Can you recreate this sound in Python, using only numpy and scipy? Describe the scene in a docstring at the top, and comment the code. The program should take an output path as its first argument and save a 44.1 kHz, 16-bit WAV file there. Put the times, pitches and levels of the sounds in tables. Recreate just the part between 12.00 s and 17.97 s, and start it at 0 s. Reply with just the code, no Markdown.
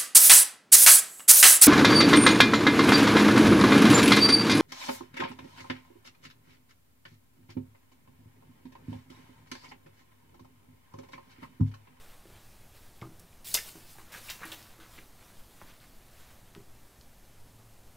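"""Sheets of paper snap, scuff and slide on a desk in a small quiet room, heard by a close microphone.
Snaps are short bursts of coloured noise or near-single cracks; slides are gritty noise, bright and dull, in strokes.
Fingers and wrist tap the desk: short rough pushes ring its modes. The room answers each sound briefly.
Under it lie shaped noise for the microphone's hiss and a low rumble, a faint wavering hum and two mains tones."""
import sys
import numpy as np
from scipy import signal
from scipy.fft import rfft, irfft, next_fast_len
from scipy.io import wavfile
from scipy.ndimage import uniform_filter1d, map_coordinates

SR = 44100
rng = np.random.default_rng(int(sys.argv[2]) if len(sys.argv) > 2 else 0)


def digitize_waveform(pressure):
    """Quantize a signal to 16-bit integers and store it at the path in sys.argv[1].

    Rows of a 2-D input are taken as channels; values are limited to [-1, 1].
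    """
    field = np.atleast_2d(pressure).T
    bounded = np.clip(field, -1, 1)
    quanta = np.round(bounded * 32767).astype(np.int16)
    wavfile.write(sys.argv[1], SR, quanta)


def magnitude_from_level(level_db):
    """Linear magnitude for a level in decibels (20 dB per decade)."""
    exponent = np.asarray(level_db, float) / 20
    return 10 ** exponent


N = 263227  # length [samples]


def unit(x):
    """Scaled to rms 1."""
    return x / np.sqrt(np.mean(x ** 2) + 1e-20)


def along(points, hz):
    """Reads (frequency [Hz], value) points on a log frequency axis."""
    f, v = np.transpose(points)
    return np.interp(np.log(hz + 1), np.log(f + 1), v)


def curves(rows):
    """One value per sample for each column after the time."""
    s, *cols = np.transpose(rows)
    return [np.interp(np.arange(N) / SR, s, c) for c in cols]


def wobble(rate):
    """A smooth random curve, rate knots a second."""
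    knots = rng.standard_normal(int(N * rate / SR) + 4)
    return map_coordinates(knots, [np.arange(N) * rate / SR])


def coloured(x, gain):
    """x times a gain of frequency, brought to rms 1."""
    m = next_fast_len(len(x) + 8192)
    spectrum = rfft(x, m) * gain(np.fft.rfftfreq(m, 1 / SR))
    return unit(irfft(spectrum, m)[:len(x)])


def swell(t, rise, t60):
    """A quick rise, then an exponential fall."""
    return (1 - np.exp(-t / max(rise, 1 / SR))) * magnitude_from_level(-60 * t / max(t60, 1e-3))


# bursts of the sheet buckling or its edge striking, close to the microphone; close rows make one snap:
# (time [s], peak level [dB], centre frequency [Hz], spread [octaves], t60 [s])
SNAPS = [(1.0145, -42, 2470, 0.79, 0.0072), (1.016, -42.5, 2030, .15, 0.016),
         (1.0246, -37, 1075, .22, 0.023), (1.195, -44, 8500, 0.71, 0.027), (1.327, -53, 2500, .3, .02),
         (1.5405, -15.5, 8000, .8, 0.017), (1.543, -7.5, 7450, .6, 0.0071), (1.5435, -19, 13400, .25, .012),
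         (1.546, -35.5, 800, .6, 0.066), (1.548, -15.5, 3750, 0.55, 0.023), (1.5525, -17, 7000, .72, .02),
         (1.553, -26, 13500, .25, .02), (1.563, -25, 9000, .55, .018), (1.572, -27, 2170, 0.44, 0.038),
         (1.585, -31, 1880, .2, 0.033), (1.758, -54, 1800, 0.5, .01), (1.952, -52, 930, .25, .036),
         (1.985, -40, 990, 0.64, .014), (1.993, -45, 1100, .6, 0.042), (2.121, -40, 4000, 1.3, .012),
         (2.139, -35.5, 1690, 0.48, 0.023), (2.146, -34, 1660, .26, .025), (2.286, -37, 2600, .12, .04),
         (2.293, -32, 2800, .5, .022), (2.299, -28, 5000, 0.67, .02), (2.303, -30.5, 2980, .65, 0.072),
         (2.405, -45, 1500, .6, .03), (2.416, -40.5, 1350, .4, 0.058), (2.432, -28.5, 1500, .45, 0.023),
         (2.4368, -35, 1800, 0.4, .013), (2.44, -32, 1600, .4, .008), (2.445, -36, 1770, .55, .0068),
         (2.453, -36, 10000, .4, .015), (2.5165, -37, 6000, 1.01, .017), (2.518, -34, 3230, .2, 0.032),
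         (2.627, -39, 4500, 0.53, .0058), (2.793, -49, 500, 0.31, .014), (2.979, -42, 2000, .7, .024),
         (2.987, -38, 2130, 0.48, 0.02), (3.6147, -34, 850, 0.76, .0046), (3.619, -43.5, 885, 0.84, .028),
         (3.8, -52, 3700, .33, .03), (4.5499, -33.5, 2410, .89, .0044), (4.553, -50.5, 1200, .9, .03),
         (5.011, -45, 3930, 0.49, .008)]


def snaps():
    """Each row is a short coloured burst; several close rows make one big snap; the briefest are nearly one crack."""
    out, t = np.zeros(N + SR), np.arange(SR // 4) / SR
    for s, db, hz, spread, t60 in SNAPS:
        rise = .04 * t60
        band = lambda f: np.exp(-.5 * (np.log2((f + 1) / hz) / max(spread, .1)) ** 2)
        burst = coloured(rng.standard_normal(len(t)), band) * swell(t, rise, t60)
        impulse = np.arange(len(t)) == round(rise * SR + SR / hz)
        crack = coloured(impulse, band)
        clean = np.clip(1.4 - t60 / .009, 0, .9)  # share of the clean crack
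        mixed = (1 - clean) * burst / np.abs(burst).max() + clean * crack / crack.max()
        out[round(s * SR):][:len(t)] += magnitude_from_level(db) * mixed / np.abs(mixed).max()
    return out[:N]


# the rub of the sheet's fine fibres, bright, as a relative spectrum: (frequency [Hz], level [dB per Hz])
BRIGHT = [(710, -42), (1200, -22), (1310, -17.5), (2430, -4.5), (2650, -3.5), (3810, -3), (6240, -3.5),
          (9470, -3.5), (10900, -4), (13200, -2.5), (15500, -3.5)]
# the rub of the sheet's body, dull, as a relative spectrum: (frequency [Hz], level [dB per Hz])
DULL = [(300, -6), (700, -1.5), (1500, -0.5), (2500, -4), (4000, -7), (7000, -16)]


def slide():
    """Fibres catch unevenly: gritty noise, a fine bright part and a coarser dull part from the sheet's body."""
    fine, coarse = strokes()
    grit = lambda rate, depth_db: rng.standard_normal(N) * magnitude_from_level(depth_db * wobble(rate))
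    bright = coloured(patchy(grit(500, 1.5), depth_db=2.2), lambda hz: magnitude_from_level(along(BRIGHT, hz)))
    dull = coloured(patchy(grit(250, 1.4), depth_db=1.37), lambda hz: magnitude_from_level(along(DULL, hz)))
    # both levels flicker, each on its own
    fine_rub = fine * magnitude_from_level(.8 * wobble(30)) * bright
    coarse_rub = coarse * magnitude_from_level(1.1 * wobble(25)) * dull
    return fine_rub + coarse_rub


# the sheet is dragged over the desk in short strokes; a rise or fall of 0 or less lasts one sample:
# (time of top speed [s], fine rub level [dB], coarse rub level over the fine [dB],
#  time to gain the last 10 dB [s], time to lose the first 10 dB [s])
STROKES = [(0.0, -61.5, 1.5, .05, 0.27), (.27, -69.5, 6.5, 0, 0.4), (.4, -65, -6, -0.1, 0.6),
           (.76, -61.5, -3.5, .035, 0.2), (1.21, -64, -4, 0, -0.1), (1.445, -45.5, -14, 0, .08),
           (1.472, -40, -20.5, 0.01, .17), (1.545, -25, -10.5, 0.002, 0.0126), (1.58, -50, 5, 0.034, 0),
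           (1.694, -45.5, -6, 0.0564, 0), (1.8, -60, -4, 0.25, 0.23), (1.9, -56, -19, 0.03, 0.11),
           (2.0, -65, 0.1, 0.23, 0.3), (2.124, -50, -2, .005, .05), (2.15, -59, 10.5, 0.04, .05),
           (2.175, -62.5, 11.5, 0.03, 0.06), (2.18, -53, -5, 0.03, 0.12), (2.27, -47, -8, 0.04, 0.08),
           (2.3, -39, -6, 0, 0.02), (2.34, -58, 4, .03, .1), (2.43, -68.5, 20.1, .04, .05),
           (2.455, -51, 3.5, -0.0137, 0.1029), (2.52, -45.5, 1.5, 0, 0.034), (2.58, -56, 1, 0, .15),
           (2.8, -67, 11.5, -0.05, .12), (2.95, -57.5, -3, .08, 0.08), (3.0, -74, 16, .08, 0.02),
           (3.28, -65.5, 5.5, 0.15, 0.07), (3.4, -66, -3, 0.4, 0.5), (3.63, -63.5, 3.5, 0.14, 0.08),
           (3.69, -68, 9.5, 0.03, 0.07), (3.81, -66, 1, 0, 0.17), (4.2, -65.5, 4, 0.12, 0.17),
           (4.31, -69.5, 5.5, 0.2, .13)]


def strokes():
    """Each stroke speeds up and dies away steadily in dB; the powers of overlapping strokes add."""
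    rest_fine_db, rest_coarse_db = -71, -70  # the faint rustle of a held sheet between strokes
    t = np.arange(N) / SR
    fine, coarse = np.full(N, magnitude_from_level(2 * rest_fine_db)), np.full(N, magnitude_from_level(2 * rest_coarse_db))
    for s, db, coarse_db, rise, fall in STROKES:
        before = (s - t) / max(rise, 1 / SR)
        after = (t - s) / max(fall, 1 / SR)
        power = magnitude_from_level(2 * (db - 10 * np.where(t < s, before, after)))
        fine = fine + power
        coarse = coarse + power * magnitude_from_level(2 * coarse_db)
    return np.sqrt(fine), np.sqrt(coarse)


def patchy(x, depth_db):
    """The bending sheet lifts some bands for a moment and mutes others."""
    z = signal.stft(x, nperseg=256)[2]
    field = uniform_filter1d(rng.standard_normal(z.shape), size=5, axis=0)  # across frequency
    field = uniform_filter1d(field, size=14, axis=1)  # across time
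    return signal.istft(z * magnitude_from_level(depth_db * unit(field)), nperseg=256)[1][:N]


# fingers and wrist knock the desk: (time [s], peak level [dB], frequency favoured at that spot [Hz])
KNOCKS = [(0.254, -43.5, 170), (.30, -45, 250), (1.019, -32.5, 189), (1.029, -42.5, 400),
          (1.053, -42.5, 250), (1.204, -46.5, 221), (1.492, -49, 125), (1.545, -37.5, 200),
          (1.754, -40, 310), (1.985, -46.5, 310), (2.155, -46, 330), (2.414, -39.5, 200), (2.45, -43, 330),
          (2.789, -50.5, 400), (2.984, -43, 390), (3.622, -48, 280), (4.563, -40.5, 316), (4.573, -41, 150),
          (4.6, -49.5, 150)]
# the modes of the desk top: (frequency [Hz], relative level [dB], t60 [s])
DESK = [(125, -4, 0.23), (174.3, 1.5, .12), (200, -3, 0.16), (231, -3.5, 0.18), (280, -4, 0.15),
        (323.2, 4.5, 0.15), (390, -2.5, 0.22), (463, -22, 0.3), (990, -20.5, 0.24), (1210, -45.5, 0.088)]


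def knocks():
    """A soft fingertip lands as a short rough push into the desk modes; each spot on the desk favours its own."""
    contact_s = .0035  # sets how long a fingertip presses
    spot_db_per_octave = 11.5  # how fast modes fall off away from the favoured frequency
    out, t = np.zeros(N + SR), np.arange(SR // 2) / SR
    for s, db, spot_hz in KNOCKS:
        push = (0.35 + rng.standard_normal(SR // 10)) * swell(t[:SR // 10], contact_s / 4, 8 * contact_s)
        desk = np.zeros(len(t))
        for hz, level, t60 in DESK:
            mode_db = level - spot_db_per_octave * abs(np.log2(hz / spot_hz))
            desk += magnitude_from_level(mode_db - 60 * t / t60) * np.cos(2 * np.pi * hz * t)
        ring = signal.fftconvolve(push, desk)[:len(t)]
        out[round(s * SR):][:len(t)] += magnitude_from_level(db) * ring / np.abs(ring).max()
    return out[:N]


# how long the small room rings: (frequency [Hz], t60 [s])
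ROOM = [(200, 0.35), (800, 0.25), (2000, 0.2), (5500, 0.23), (14000, 0.19)]


def room(x):
    """The answer is diffuse noise, drawn anew every eighth of a second; each frequency dies at its own speed."""
    out, hop = np.zeros(N + 2 * SR), SR // 8
    for start in range(0, N, hop):
        hz, t, z = signal.stft(rng.standard_normal(SR // 2), SR, nperseg=256)
        decay = magnitude_from_level(-60 * t / along(ROOM, hz)[:, None])
        tail = signal.istft(z * decay, SR, nperseg=256)[1]
        wet = signal.fftconvolve(x[start:start + hop], tail / np.linalg.norm(tail))
        out[start + 130:][:len(wet)] += wet  # the path by the nearest wall is a metre longer
    return out[:N]


# rumble and microphone hiss, as a relative spectrum: (frequency [Hz], level [dB per Hz])
FLOOR = [(3, 1.5), (16, -5.5), (32, -15.5), (70, -16.5), (170, -22), (400, -28.5), (800, -30),
         (1400, -36.5), (3000, -41.5), (7000, -41.5), (14000, -41), (16000, -53.5)]
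# wavering hum: (time [s], level [dB rms])
HUM = [(0, -75), (.25, -67.5), (.4, -57.5), (.55, -71.5), (1.2, -67.5), (2.4, -69.5), (3.0, -74),
       (4.0, -76.5), (4.7, -65), (5.2, -72), (5.4, -61), (5.8, -64.5), (5.97, -58)]
# steady mains tones: (frequency [Hz], level [dB rms])
MAINS = [(120, -79.5), (240, -78)]


def background():
    """Rumble and hiss are shaped noise, the wavering hum is a narrow band of noise, the mains tones are sines."""
    floor = magnitude_from_level(-53.5) * coloured(rng.standard_normal(N), lambda hz: magnitude_from_level(along(FLOOR, hz)))
    narrow = coloured(rng.standard_normal(N), lambda hz: 1 / (1 + ((hz - 109) / 4) ** 2))
    hum = magnitude_from_level(curves(HUM)[0]) * narrow
    t = np.arange(N) / SR
    tones = sum(np.sqrt(2) * magnitude_from_level(db) * np.sin(2 * np.pi * hz * t) for hz, db in MAINS)
    return floor + hum + tones


def scene():
    """Paper and desk close to the microphone, the room's answer 6 dB down, over the background."""
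    near = snaps() + slide() + knocks()
    mono = near + magnitude_from_level(-6) * room(near) + background()
    return np.array([mono, mono])


def top_cut(x):
    """Nothing passes above the cut-off."""
    return signal.sosfilt(signal.butter(12, 16460, fs=SR, output="sos"), x)


# faint shaped noise, opposite in left and right, as a relative spectrum: (frequency [Hz], level [dB per Hz])
OPPOSITE = [(20, -5), (100, -19), (500, -17.5), (2000, -30), (6000, -25), (11000, -23.5), (15000, -23.5)]


def record(dry):
    """The mono scene gets a trace of opposite noise in each channel; a steep low-pass limits the band."""
    opposite = magnitude_from_level(-81.5) * coloured(rng.standard_normal(N), lambda hz: magnitude_from_level(along(OPPOSITE, hz)))
    top_hz = 15650
    low_pass = signal.ellip(8, .3, 50, top_hz, fs=SR, output="sos")
    pair = signal.sosfilt(low_pass, dry + [opposite, -opposite])
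    return top_cut(pair)


dry = scene()
out = record(dry)
digitize_waveform(out)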